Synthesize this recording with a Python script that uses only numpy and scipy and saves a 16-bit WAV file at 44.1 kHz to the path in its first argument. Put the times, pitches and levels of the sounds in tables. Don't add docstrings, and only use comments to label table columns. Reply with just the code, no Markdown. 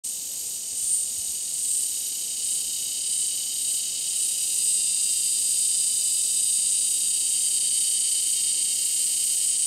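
import sys
import numpy as np
from scipy import signal
from scipy.fft import rfft, irfft, next_fast_len
from scipy.io import wavfile
from scipy.ndimage import uniform_filter1d, map_coordinates

SR = 44100
rng = np.random.default_rng(int(sys.argv[2]) if len(sys.argv) > 2 else 0)


def put_to_file(sound):
    columns = np.atleast_2d(sound).T
    safe = np.clip(columns, -1, 1)
    whole_steps = np.round(safe * 32767)
    wavfile.write(sys.argv[1], SR, whole_steps.astype(np.int16))


N = 426006
TIME_S = np.arange(N) / SR

# crest_s, level_db (before trim), width_ratio
NEAR_SWELLS = [(.05, -32.5, .8), (.47, -38, .7), (.93, -25.5, .85), (1.76, -28.5, 1.1), (2.52, -27.5, .8),
               (3.2, -27, 1), (3.72, -27, .9), (4.22, -27, .85), (4.71, -27, 1)]
# time_s, level_db (before trim)
NEAR_HELD = [(.3, -49), (.7, -37.5), (1.3, -34.5), (2.8, -34.5), (4, -33.5), (4.5, -28), (5, -26.5),
             (6.2, -25), (8, -26), (9.66, -26)]
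# freq_hz, gain_db
NEAR_BODY = [(2000, -69), (5000, -26.5), (6500, -24), (7500, -11), (8000, -4.5), (8400, 0), (8850, -1.5),
             (9400, -7.5), (10000, -11.5), (10700, -18.5), (12000, -30.5), (15500, -41.5)]

# time_s, level_db
HIGH_LEVEL = [(0, -37), (1, -37), (4.5, -36.5), (7, -37.5), (9.66, -36.5)]
# time_s, drop_db, recovery_s
HIGH_BREAKS = [(.63, -5, .14), (1.43, -3.5, 0.14), (2.3, -3, .22), (3.02, -5, .3), (3.88, -3, .3),
               (4.8, -4.5, 0.1565), (5.68, -2, .3), (6.66, -3, .24), (7.15, -2, .25), (7.63, -3, 0.18),
               (8, -4, .18), (8.53, -4, .16), (9.53, -6, .3)]
# time_s, rate_hz
HIGH_SHIVER = [(0, 48.3), (1, 47.5), (4, 46.9), (6, 50.61), (8.3, 48.03), (9, 51), (9.4, 62), (9.66, 60)]
# freq_hz, gain_db
HIGH_BODY = [(1500, -40), (3500, -8.5), (6000, -3), (8300, 6), (10200, -3.5), (11300, 3.5), (12800, -1),
             (14000, -3), (15000, -9), (15800, -22)]

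# time_s, level_db
CHORUS_LEVEL = [(0, -34), (2, -32.5), (5, -31.5), (9.66, -31.5)]
# freq_hz, gain_db
CHORUS_SPECTRUM = [(1400, -38.5), (2600, -23), (3800, -18), (4600, -11.5), (5400, -13.5), (6000, -8.5),
                   (6350, -10), (6750, -1), (7050, -3), (7400, -7.5), (8400, -1), (9200, -7),
                   (10200, -31.5), (15000, -34)]
# freq_hz, gain_db
AIR_SPECTRUM = [(15, -49), (25, -17), (27, -12), (66, -3.5), (257, 0.5), (328, -2.5), (544, -3), (917, -11),
                (1600, -18.5), (2080, -25.5), (3520, -120)]

# time_s, level_db (before trim)
RATTLE_LEVEL = [(0.55, -47), (0.85, -45), (1.35, -44), (2.74, -37.5), (4.43, -36), (5.26, -34.5),
                (6.07, -35.5), (8.59, -34.5), (9.6, -35.5)]
# time_s, click_rate_hz
RATTLE_CLICKS = [(0, 287), (1.3, 301.7), (2.1, 296), (3, 295), (4.8, 297), (5.7, 293), (6.6, 268),
                 (7.7, 284), (8.5, 296), (9.66, 292)]
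# start_s, nominal_rate_hz
RATTLE_RUNS = [(.109, 10.3), (.790, 10.9), (1.340, 10.1), (1.739, 11.8), (1.992, 10.9), (4.827, 10.4),
               (5.406, 11.1), (6.130, 10.4), (6.994, 9.9), (7.999, 9.4), (8.851, 9.8), (9.359, 9.05)]
# time_s, depth_db
RATTLE_PAUSES = [(0, -28), (1.2, -23), (2.5, -11), (4.3, -14), (5.1, -6.5), (6.6, -14), (8, -20),
                 (9.66, -32)]
# time_s, spacing_phrases, first_depth_db, next_depth_ratio
RATTLE_STUTTERS = [(0, 0.26, -36, .95), (1.5, 0.27, -34, 1), (1.9, .31, -22, .66), (3.4, 0.31, -12, 0.63),
                   (4.6, 0.303, -7.5, 0.54), (9.66, 0.31, -7.5, 0.24)]
# time_s, stretch (0 slack to 2 taut)
RATTLE_STRETCH = [(0, 0.3), (4.2, 0.091), (5.1, 1.346), (6.4, 1), (7.8, 2), (9.66, 1.88)]
# freq_hz, gain_db
RATTLE_SLACK = [(1120, -51), (1900, -27.5), (2100, -19), (2440, -22), (2620, -5), (2800, -9), (2960, 5.5),
                (3430, -10), (3600, -28), (3740, 4), (4160, -11), (4460, -0.5), (4900, 1), (5280, -7),
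                (5500, -11), (7150, -40), (12100, -120)]
RATTLE_HALF = [(1120, -64), (1900, -32), (2070, -27), (2300, -33), (2630, -10.5), (2960, -3), (3070, -0.5),
               (3270, -20), (3430, -21), (3720, -0.5), (4500, -13), (4770, 2.5), (4970, 1), (5190, -27),
               (5500, -9.5), (7150, -55), (12100, -120)]
RATTLE_TAUT = [(1120, -63.5), (1900, -24.5), (2110, -19.5), (2350, -22), (2640, -14), (2720, -10.5),
               (3030, -0.5), (3200, 1), (3420, -22), (3570, -36.5), (3690, 1), (4030, -14), (4210, -5),
               (4750, 2), (5500, -12), (7150, -43), (12100, -120)]

# time_s, level_db
HAND_BUMPS = [(.73, -61), (.84, -59), (1.0, -58), (1.19, -55), (1.3, -57), (2.45, -61), (2.68, -58),
              (3.48, -60)]
# freq_hz, gain_db
BUMP_SPECTRUM = [(15, -15), (45, 0), (90, -1.5), (160, -20), (400, -31), (1500, -58)]


def amp(db):
    return 10 ** (np.asarray(db) / 20)


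def curves(rows):
    times_s, *columns = np.transpose(rows)
    return [np.interp(TIME_S, times_s, column) for column in columns]


def wobble(rate_hz):
    return map_coordinates(rng.standard_normal(int(N * rate_hz / SR) + 4), [TIME_S * rate_hz])


def ring(x, spectrum, size=8192):
    freq_hz, gain_db = np.transpose(spectrum)
    bins_hz = np.fft.rfftfreq(size, 1 / SR)
    gain = amp(np.interp(np.log(bins_hz + 1), np.log(freq_hz + 1), gain_db))
    cepstrum = irfft(np.log(np.maximum(gain, 1e-6)))
    cepstrum[1:size // 2] *= 2
    cepstrum[size // 2 + 1:] = 0
    impulse = irfft(np.exp(rfft(cepstrum)))
    rung = signal.oaconvolve(x, impulse)[:N]
    return rung / np.sqrt(np.mean(rung ** 2) + 1e-20)


def tymbal_clicks(rate_hz, jitter_cycles, spread_db, lag_cycles=0):
    cycles = np.cumsum(rate_hz) / SR
    index = np.arange(1, int(cycles[-1]))
    chance = rng.standard_normal((len(index), 2))
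    at_cycles = index + lag_cycles * (index % 2) + jitter_cycles * chance[:, 0]
    at_samples = np.interp(at_cycles, cycles, np.arange(N))
    taps = at_samples.astype(int)[:, None] + np.arange(-7, 9)
    offset = taps - at_samples[:, None]
    shape = np.sinc(offset) * np.cos(np.pi * offset / 16) ** 2
    pulses = amp(spread_db * chance[:, 1:]) * shape
    return np.bincount(np.clip(taps, 0, N - 1).ravel(), pulses.ravel(), N)


def foliage(x, wet_db, t60_s, tails=12):
    delay_s = np.arange(SR // 4) / SR
    position = TIME_S / TIME_S[-1] * (tails - 1)
    out = x.copy()
    for k in range(tails):
        crossfade = np.sqrt(np.maximum(1 - np.abs(position - k), 0))
        tail = rng.standard_normal(len(delay_s)) * amp(-60 * delay_s / t60_s)
        out += amp(wet_db) * signal.oaconvolve(x * crossfade, tail / np.linalg.norm(tail))[:N]
    return out


def near_effort(rise_s=0.12, fall_s=0.097, roundness=1.9):
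    held_db, = curves(NEAR_HELD)
    power = amp(held_db) ** 2
    for crest_s, level_db, width_ratio in NEAR_SWELLS:
        width_s = width_ratio * np.where(TIME_S < crest_s, rise_s, fall_s)
        away = np.abs(TIME_S - crest_s) / width_s
        power += (amp(level_db) * np.exp(-away ** roundness / 2)) ** 2
    return np.sqrt(power)


def near_cicada(trim_db=0.87):
    ribs = tymbal_clicks(rate_hz=620 * (1 + .08 * wobble(14)), jitter_cycles=.3, spread_db=1.2)
    flutter_hz = 31 + 2.43 * wobble(5.4)
    flutter_db = 1.54 * np.sin(2 * np.pi * np.cumsum(flutter_hz) / SR)
    buzz = foliage(ribs * amp(flutter_db), wet_db=0.5, t60_s=0.11, tails=30)
    return amp(trim_db) * near_effort() * ring(buzz, NEAR_BODY)


def high_cicada(fall_s=0.07666):
    level_db, = curves(HIGH_LEVEL)
    for time_s, drop_db, recovery_s in HIGH_BREAKS:
        width_s = np.where(TIME_S < time_s, fall_s, recovery_s)
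        level_db += drop_db * np.exp(-((TIME_S - time_s) / width_s) ** 2)
    mean_hz, = curves(HIGH_SHIVER)
    shiver_hz = mean_hz * (1 + .06 * wobble(13))
    shiver_db = 2.918 * np.sin(2 * np.pi * np.cumsum(shiver_hz) / SR)
    ticks = tymbal_clicks(rate_hz=620 * (1 + .1 * wobble(25)), jitter_cycles=0.2, spread_db=2.0)
    hiss = foliage(ticks * amp(shiver_db), wet_db=0, t60_s=0.057, tails=30)
    return amp(level_db) * ring(hiss, HIGH_BODY)


def far_chorus():
    level_db, = curves(CHORUS_LEVEL)
    return amp(level_db + 0.31 * wobble(6)) * ring(rng.standard_normal(N), CHORUS_SPECTRUM)


def air(level_db=-57.0):
    return amp(level_db + 0.24 * wobble(5)) * ring(rng.standard_normal(N), AIR_SPECTRUM)


def rattle_pauses_s():
    starts_s, rates_hz = np.transpose(RATTLE_RUNS)
    runs_s = []
    for start_s, end_s, rate_hz in zip(starts_s, starts_s[1:], rates_hz):
        phrases = max(round((end_s - start_s) * rate_hz), 1)
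        runs_s.append(np.linspace(start_s, end_s, phrases, endpoint=False))
    last_run_s = np.arange(starts_s[-1], TIME_S[-1] + 1, 1 / rates_hz[-1])
    return np.concatenate([[0], *runs_s, last_run_s])


def rattle_phrasing(half_pause_s=0.0056, depth_spread=0.11):
    pauses_s = rattle_pauses_s()
    phrase = np.interp(TIME_S, pauses_s, np.arange(len(pauses_s)))
    nearest = np.round(phrase).astype(int)
    depth_db, = curves(RATTLE_PAUSES)
    depth_db *= 1 + depth_spread * rng.standard_normal(len(pauses_s))[nearest]
    dips_db = depth_db * np.exp(-np.abs((TIME_S - pauses_s[nearest]) / half_pause_s) ** 3)
    spacing_phrases, first_db, next_ratio = curves(RATTLE_STUTTERS)
    for k in range(3):
        away_phrases = phrase % 1 - (k + 1) * spacing_phrases
        dips_db += first_db * next_ratio ** k * np.exp(-(away_phrases / 0.05) ** 2)
    gain = amp(dips_db)
    return gain / np.sqrt(uniform_filter1d(gain ** 2, size=SR // 3))


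def rattling_cicada(trim_db=-0.5):
    level_db, = curves(RATTLE_LEVEL)
    mean_hz, = curves(RATTLE_CLICKS)
    stretch, = curves(RATTLE_STRETCH)
    rate_hz = mean_hz * (1 + .009 * wobble(45))
    clicks = tymbal_clicks(rate_hz, jitter_cycles=0.015, spread_db=0.83, lag_cycles=0.061)
    rattle = foliage(clicks * rattle_phrasing(), wet_db=-8.0, t60_s=0.078)
    voice = np.zeros(N)
    for k, body in enumerate([RATTLE_SLACK, RATTLE_HALF, RATTLE_TAUT]):
        crossfade = np.maximum(1 - np.abs(stretch - k), 0)
        voice += crossfade * ring(rattle, body)
    return amp(level_db + trim_db) * voice


def hand_bumps(width_s=0.01618):
    push = sum(amp(db) * np.exp(-((TIME_S - time_s) / width_s) ** 2) for time_s, db in HAND_BUMPS)
    return push * ring(rng.standard_normal(N), BUMP_SPECTRUM)


def scene():
    mono = near_cicada() + rattling_cicada() + high_cicada() + far_chorus() + air() + hand_bumps()
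    return np.array([mono, mono])


def record(dry):
    silence_s, fade_s, top_hz = .036, .012, 15800
    fade_in = np.clip((TIME_S - silence_s) / fade_s, 0, 1)
    size = next_fast_len(N + SR // 2)
    passband = np.fft.rfftfreq(size, 1 / SR) < top_hz
    return irfft(rfft(dry * fade_in, size) * passband, size)[:, :N]


dry = scene()
out = record(dry)
put_to_file(out)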